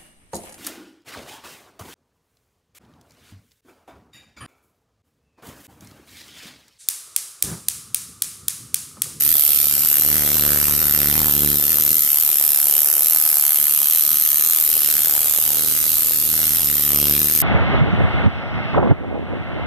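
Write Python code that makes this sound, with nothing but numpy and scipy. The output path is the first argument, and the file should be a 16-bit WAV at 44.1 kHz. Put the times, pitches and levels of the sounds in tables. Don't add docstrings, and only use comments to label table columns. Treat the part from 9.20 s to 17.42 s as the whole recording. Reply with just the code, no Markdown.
import sys
import numpy as np
from scipy import signal
from scipy.fft import rfft, irfft, next_fast_len
from scipy.io import wavfile
from scipy.ndimage import uniform_filter1d

SR = 44100
rng = np.random.default_rng(int(sys.argv[2]) if len(sys.argv) > 2 else 0)


def gain_from_db(level_db):
    decades = np.asarray(level_db, float) / 20
    return 10 ** decades


def waveform_to_disk(signal):
    frames = np.transpose(np.atleast_2d(signal))
    scaled = np.clip(frames, -1, 1) * 32767
    samples = np.round(scaled).astype(np.int16)
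    wavfile.write(sys.argv[1], SR, samples)


N = 362502


def evened(x):
    return x / np.sqrt(np.mean(x ** 2) + 1e-20)


def curves(rows):
    s, *columns = np.transpose(rows)
    t = np.arange(N) / SR
    return [np.interp(t, s, column) for column in columns]


def bells(x, centre, half):
    return np.exp(-.5 * ((x - np.c_[centre]) / np.c_[half]) ** 2)


def bumps(rows):
    s, half, *columns = np.transpose(rows)
    t = np.arange(0, N / SR + 1, 1 / 500)
    sums = np.array(columns) @ bells(t, s, half)
    return np.array(curves(np.c_[t, sums.T]))


def colour(x, points):
    size = next_fast_len(N)
    hz, db = np.transpose([(0.75, -59)] + list(points))
    log_hz = np.log(np.fft.rfftfreq(size, 1 / SR) + 1)
    gain = gain_from_db(np.interp(log_hz, np.log(hz), db))
    return irfft(rfft(x, size) * gain, size)[..., :N]


def pair(same, size=N):
    a, b = rng.standard_normal((2, size))
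    same = np.clip(same, 0, 1)
    return np.array([a, same * a + np.sqrt(1 - same ** 2) * b])


def drift(seconds, size):
    knots = rng.standard_normal((size, N // 64 + 2))
    span = max(int(seconds * SR / 64), 1)
    knots = uniform_filter1d(uniform_filter1d(knots, span), span)
    return evened(np.array([np.interp(np.arange(N) / 64, np.arange(len(k)), k) for k in knots]))


def train(times, spread_db, wobble_s):
    chance, out = rng.standard_normal((len(times), 2)), np.zeros(N + SR)
    at = np.maximum((times + wobble_s * chance[:, 0]) * SR, 0).astype(int)
    out[at] = gain_from_db(spread_db * chance[:, 1])
    return out[:N]


def burst(clicks, rise_s, fall_s):
    t = np.arange(1500) / SR
    envelope = (1 - np.exp(-t / rise_s)) ** 2 * np.exp(-(t / fall_s) ** 1.6)
    return signal.oaconvolve(1. * clicks, envelope)[:N]


def pose():
    # t/s, nearness/dB, tilt that bares the low mode/dB,
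    # roll that trades top mode for middle/dB, left minus right/dB
    held = [(0, 1.2, -3, .5, -2), (.5, 0, -5, 1, -0.5), (.76, 5, -3, 7, 0.5), (.92, -2.3, 2, -7, 0),
            (1.15, 1, -5, 9.5, -1.2), (1.75, 1.9, -7, 6, 0.2), (2.05, .1, -20, -6, -2), (2.4, 2, -2, 2, 0),
            (2.76, 1, 4, -1, -0.5), (3.1, 3.2, 2.5, 5.5, -1), (4.05, 3.3, 2, 5, -0.4), (5, 0.7, 4, 4, -.2),
            (5.35, 1.7, 3, 3, -0.2), (5.88, 0.3, 2.5, 2, 0.5), (6.5, -2.5, 3.5, 5, -1.5),
            (7.4, -2.3, 3.8, 3, -0.5), (7.62, -1, -0.5, 6, -0.3), (8.22, 0, -0.5, -5, -0.5)]
    # t/s, half length/s, nearness/dB, roll/dB
    twists = [(.6, 0.029, -5, 10), (.69, 0.022, 0.5, 3), (1.05, 0.034, -1, 8), (1.84, 0.011, -2, 5),
              (2.2, 0.019, -0.5, 5), (2.86, 0.021, -3, 6), (2.93, 0.043, 1, 3.5), (7.75, .06, 3, 0.5),
              (7.91, 0.02, 5, 1.8), (7.95, 0.018, 0.5, 2), (8.04, 0.014, 0, 3), (8.1, 0.017, 0, 7)]
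    near_db, tilt_db, roll_db, pan_db = curves(held)
    nearer_db, rolled_db = bumps(twists)
    return near_db + nearer_db, tilt_db, roll_db + rolled_db, pan_db


def bending():
    # t/s, left peak/0.001, right peak/0.001
    aim = [(0, -4, 17), (.6, 8, 41), (.75, -16, 13), (2.8, -2.5, 17), (3.5, -7, 19), (4.4, 0.5, -9),
           (4.7, -6, 18), (5.5, -5, 16), (6.3, -16, 50), (7, -19, 64), (7.5, 22, 96), (8.22, 22, 43)]
    # t/s, half length/s, added left peak/0.001, added right peak/0.001
    facing = [(.1, .05, -1.5, 37), (.95, .1, 4, 107), (1.29, 0.089, -19, 70), (1.47, 0.3, 113, 18),
              (1.83, 0.056, -1, 73), (2, 0.081, 63, 115), (2.26, 0.083, 40, 103), (2.55, 0.095, 19, 31),
              (2.7, 0.034, 35, -2), (3.4, 0.075, -1, -12), (6.05, 0.084, 5, 9), (6.3, 0.066, 1, -8),
              (6.75, 0.056, 1, 8), (7.6, 0.084, -22, -30), (7.88, 0.12, 58, 22), (8.1, .05, 3, -16)]
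    return np.array(curves(aim)) + bumps(facing)


def room():
    # f/Hz, level/dB
    hum = [(25, 22), (60, 33), (150, 12.5), (400, -37), (1000, -38), (3000, -41)]
    return gain_from_db(-62.5) * evened(colour(pair(0.076), list(hum) + [(20000, -50)]))


def sway():
    # f/Hz, level/dB
    rumble = [(20, -3), (40, 0), (60, -8), (120, -30), (20000, -90)]
    sway_db = -87
    return gain_from_db(sway_db) * (15 + abs(bending())) * evened(colour(pair(.05), rumble))


def rattle(hits):
    # f/Hz, level/dB
    hiss = [(300, -36.5), (700, -45), (1300, -29), (2500, -17.5), (4000, -14), (6500, -13), (9000, -9),
            (11000, -6), (12500, -2), (13600, 0), (14500, -2.5)]
    clumps = gain_from_db(1.68 * drift(.0012, size=1))
    gate = 1 + 0.36 * burst(hits, 0.00017, 0.0044)
    level_db = -20 - 0.34 * pose()[0]
    return gain_from_db(level_db) * evened(colour(pair(0.17) * clumps * gate, hiss))


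def hit_times():
    stroke_s, short_s, first_s = .01367, .01111, .008
    # first early hit t/s, last early hit t/s, early hits/count
    stutters = [(0.1152, 0.1152, 1), (0.1264, 0.6588, 2), (0.821, 0.9665, 3), (1.1543, 1.6021, 2),
                (1.6269, 1.7478, 2), (1.9646, 2.0026, 2), (2.0685, 2.5044, 2), (2.5292, 2.6087, 2),
                (2.7157, 2.7927, 3), (3.01, 3.0349, 2), (3.101, 3.2496, 2), (3.5901, 3.7383, 2),
                (3.8317, 3.9083, 3), (3.9331, 4.0621, 4), (4.1005, 4.5473, 3), (4.7092, 4.7838, 4),
                (4.795, 5.0224, 3), (5.061, 5.1821, 2), (5.2478, 5.3336, 5), (5.372, 5.5775, 6),
                (5.7116, 5.791, 2), (5.8575, 5.8821, 2), (6.0164, 6.0825, 2), (6.1477, 6.2625, 4),
                (6.356, 6.8316, 12), (6.8701, 6.9446, 4), (7.0238, 7.2788, 8), (7.3583, 7.4055, 4),
                (7.4172, 8.0026, 2), (8.1224, 8.161, 2)]
    early = [first_s]
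    for first, last, count in stutters:
        count = int(count)
        strokes = round((last - first - (count - 1) * short_s) / stroke_s)
        full = np.round(np.linspace(0, strokes, count))
        steps = full * stroke_s + np.arange(count) * short_s
        early += list(first + steps * (last - first) / max(steps[-1], short_s))
    ends = np.append(np.array(early[1:]) - short_s, early[-1] + 10 * stroke_s)
    runs = [np.linspace(a, b, round((b - a) / stroke_s) + 1) for a, b in zip(early, ends)]
    times = np.concatenate(runs)
    return times[times < N / SR]


def habits(hits, shape, same, seconds):
    out = np.zeros((2, N))
    shape = shape * gain_from_db(2.4 * rng.standard_normal(len(shape)))
    weights = drift(seconds, size=6)
    for weight in weights / np.linalg.norm(weights, axis=0):
        pattern = pair(same, size=len(shape)) * shape
        out += signal.oaconvolve((hits * weight)[None], pattern)[:, :N]
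    return evened(out)


def chatter(hits, contacts):
    # f/Hz, level/dB
    bright = [(600, -36), (1200, -18), (2000, -17), (3000, -0.5), (5000, -5.5), (7000, -3), (9000, 2),
              (11000, -2), (13000, 8.5), (14500, 4)]
    # f/Hz, level/dB
    body = [(120, -1), (250, -2), (500, -1), (900, -2.5), (1500, -2.5), (2000, -4), (3000, -7.5),
            (20000, -15)]
    first = np.arange(N) == 0
    shape = (burst(first, 0.00017, 0.0022) + 0.089 * burst(first, 0.00086, 0.0016))[:600]
    envelope = burst(hits, 0.000094, 0.0014) + gain_from_db(-0.5) * burst(contacts, 0.00059, 0.00084)
    loose = evened(pair(0.78) * envelope)
    bounces = habits(hits, shape, .6, .2) + .55 * loose
    bounces = bounces + gain_from_db(-24) * evened(np.roll(hits, 6))
    knock = habits(hits, shape, 0.077, 0.21) + 0.67 * loose
    knock = knock + gain_from_db(-42) * evened(np.roll(hits, 12)) * np.c_[[1, .4]]
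    level_db = -25.5 + 0.53 * pose()[0]
    knock_db = -13 + 0.0465 * bending().sum(0)
    bounces = gain_from_db(level_db - 0.38) * evened(colour(bounces, bright))
    return bounces + gain_from_db(level_db + knock_db - 2.0) * evened(colour(knock, body))


def ring(x, hz, width_hz):
    turn = np.exp(2j * np.pi * np.cumsum(hz * np.ones(N)) / SR)
    r = np.exp(-np.pi * width_hz / SR)
    double_pole = np.convolve([1, -r], [1, -r])
    return turn * signal.lfilter([1], double_pole, x * turn.conj())


def steel(hits, contacts):
    # f/Hz, width/Hz, level/dB
    side_modes = [(3933, 190, -50), (5240, 380, -46.5), (6350, 480, -46), (10200, 600, -37.5),
                  (10640, 330, -36.5), (13820, 300, -38.5), (14090, 200, -36)]
    # t/s, low bar mode f/Hz, middle bar mode f/Hz, top bar mode f/Hz, frame f/Hz
    main_hz = [(0, 11350, 12450, 13120, 1310), (.6, 11400, 12450, 13150, 1310),
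               (1.1, 11400, 12350, 13150, 1290), (2.3, 11400, 12450, 13250, 1280),
               (2.8, 11350, 12350, 13200, 1300), (3.2, 11300, 12350, 13200, 1260),
               (4, 11250, 12450, 13350, 1250), (5, 11350, 12500, 13400, 1250),
               (6, 11350, 12450, 13400, 1270), (6.5, 11350, 12300, 13350, 1280),
               (7.6, 11450, 12250, 13400, 1270), (7.75, 11350, 12250, 13100, 1270),
               (8.22, 11350, 12300, 13150, 1280)]
    widths_hz = [410, 360, 524, 70]
    square_db = [-29, -32.5, -22]
    frame_db = -51.5
    drive = np.roll(hits, 10) + gain_from_db(-12.5) * contacts
    near_db, tilt_db, roll_db, _ = pose()
    turns_db = (tilt_db, roll_db, -0.41 * roll_db)
    bar_db = [db + near_db + turn_db for db, turn_db in zip(square_db, turns_db)]
    modes = list(zip(curves(main_hz), widths_hz, bar_db + [frame_db])) + list(side_modes)
    phases = .6 + .15 * drift(.5, size=len(modes))
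    leans_db = .9 * drift(.4, size=len(modes))
    out = np.zeros((2, N), complex)
    for (hz, width_hz, db), phase, lean_db in zip(modes, phases, leans_db):
        z = ring(drive, hz, width_hz)
        z = 1.34 * gain_from_db(db) * z / np.sqrt(np.mean(abs(z) ** 2))
        path = gain_from_db(lean_db) * np.exp(1j * phase)
        out += [z * path, z / path]
    return out


def thumps(rung):
    power = uniform_filter1d(abs(rung) ** 2, 9)
    power = 0.16 * power + 0.99 * uniform_filter1d(power, 46)
    humps = 0.22 * power / uniform_filter1d(power, 2400) * 0.0011 * bending()
    return signal.lfilter(*signal.butter(1, 55, "high", fs=SR), humps)


def shade(x):
    # t/s, half length/s, f/Hz, level/dB
    swells = [(0.25, 0.18, 11000, 2), (0.33, 0.5, 1200, -2), (1.95, 0.069, 1100, -2), (2.3, 0.061, 610, -6),
              (6.303, 0.075, 760, 9), (6.7, 0.17, 240, 2), (6, .1, 780, 9), (6.6, 0.089, 800, -7.5),
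              (2.02, 0.2, 2800, 1.5), (4.5, 0.2, 1700, -0.5), (7.85, 0.084, 1670, -7.5),
              (2.06, 0.3, 2300, -2.5), (2.17, 0.25, 8200, -2), (8, 0.18, 550, -6), (1.47, 0.38, 1360, 3.5),
              (2.6, 0.22, 5440, 1.5), (3.9, 0.5, 700, 4), (4.1, 0.67, 3700, -2), (4.8, 0.17, 600, -3.5),
              (5.75, 0.75, 3950, 1), (5, 1, 7700, 1), (6.2, 0.47, 480, 5), (6.6, 0.61, 1850, -1.5),
              (7.89, 0.13, 3100, 4)]
    hz, t, z = signal.stft(x, SR, nperseg=1024, noverlap=768)
    bands, holes = rng.standard_normal((2,) + z.shape[1:])
    bands = evened(uniform_filter1d(uniform_filter1d(bands, size=9, axis=0), size=70, axis=1))
    holes = evened(uniform_filter1d(uniform_filter1d(holes, size=4, axis=0), size=17, axis=1))
    distance = np.log(hz + 1) - np.log([[4800], [3900]])
    middle, thin = np.exp(-distance ** 2 / [[.5], [.45]])[..., None]
    shade_db = 1.3 * bands * middle - 30 * np.clip(5 * (holes * thin - .98), 0, 1)
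    s, half, swell_hz, db = np.transpose(swells)
    swell_bands = bells(np.log2(hz + 1), np.log2(swell_hz), 0.31 + 0 * s)
    shade_db += swell_bands.T * db @ bells(t, s, half)
    return signal.istft(z * gain_from_db(shade_db), SR, nperseg=1024, noverlap=768)[1][:, :N]


def scene():
    contact_s = .0078
    times = hit_times()
    hits = train(times, 0.32, .000012)
    contacts = train(times + contact_s, 0.37, .00025)
    rung = steel(hits, contacts)
    machine = rung.imag + chatter(hits, contacts) + rattle(hits)
    pan_db = pose()[3]
    ears = gain_from_db(3.5 + np.array([pan_db / 2, -pan_db / 2]))
    return machine * ears + thumps(rung) + sway() + room()


def roll_off(x):
    return signal.sosfilt(signal.butter(12, 15900, fs=SR, output="sos"), x)


def record(dry):
    edge_hz = 14200
    rounded = shade(1.2 * np.tanh(dry / 1.2))
    filters = [signal.firwin(taps, edge_hz, window=("kaiser", 8), fs=SR) for taps in (1201, 67)]
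    steep, soft = [signal.oaconvolve(rounded, fir[None], "same") for fir in filters]
    loudness = np.clip(uniform_filter1d(steep ** 2, size=130) / 0.092, 0, 1)
    leak = loudness ** 2 * gain_from_db(6.4 * drift(0.022, size=1))
    return roll_off(steep + gain_from_db(-8) * leak * (soft - steep))


dry = scene()
out = record(dry)
waveform_to_disk(out)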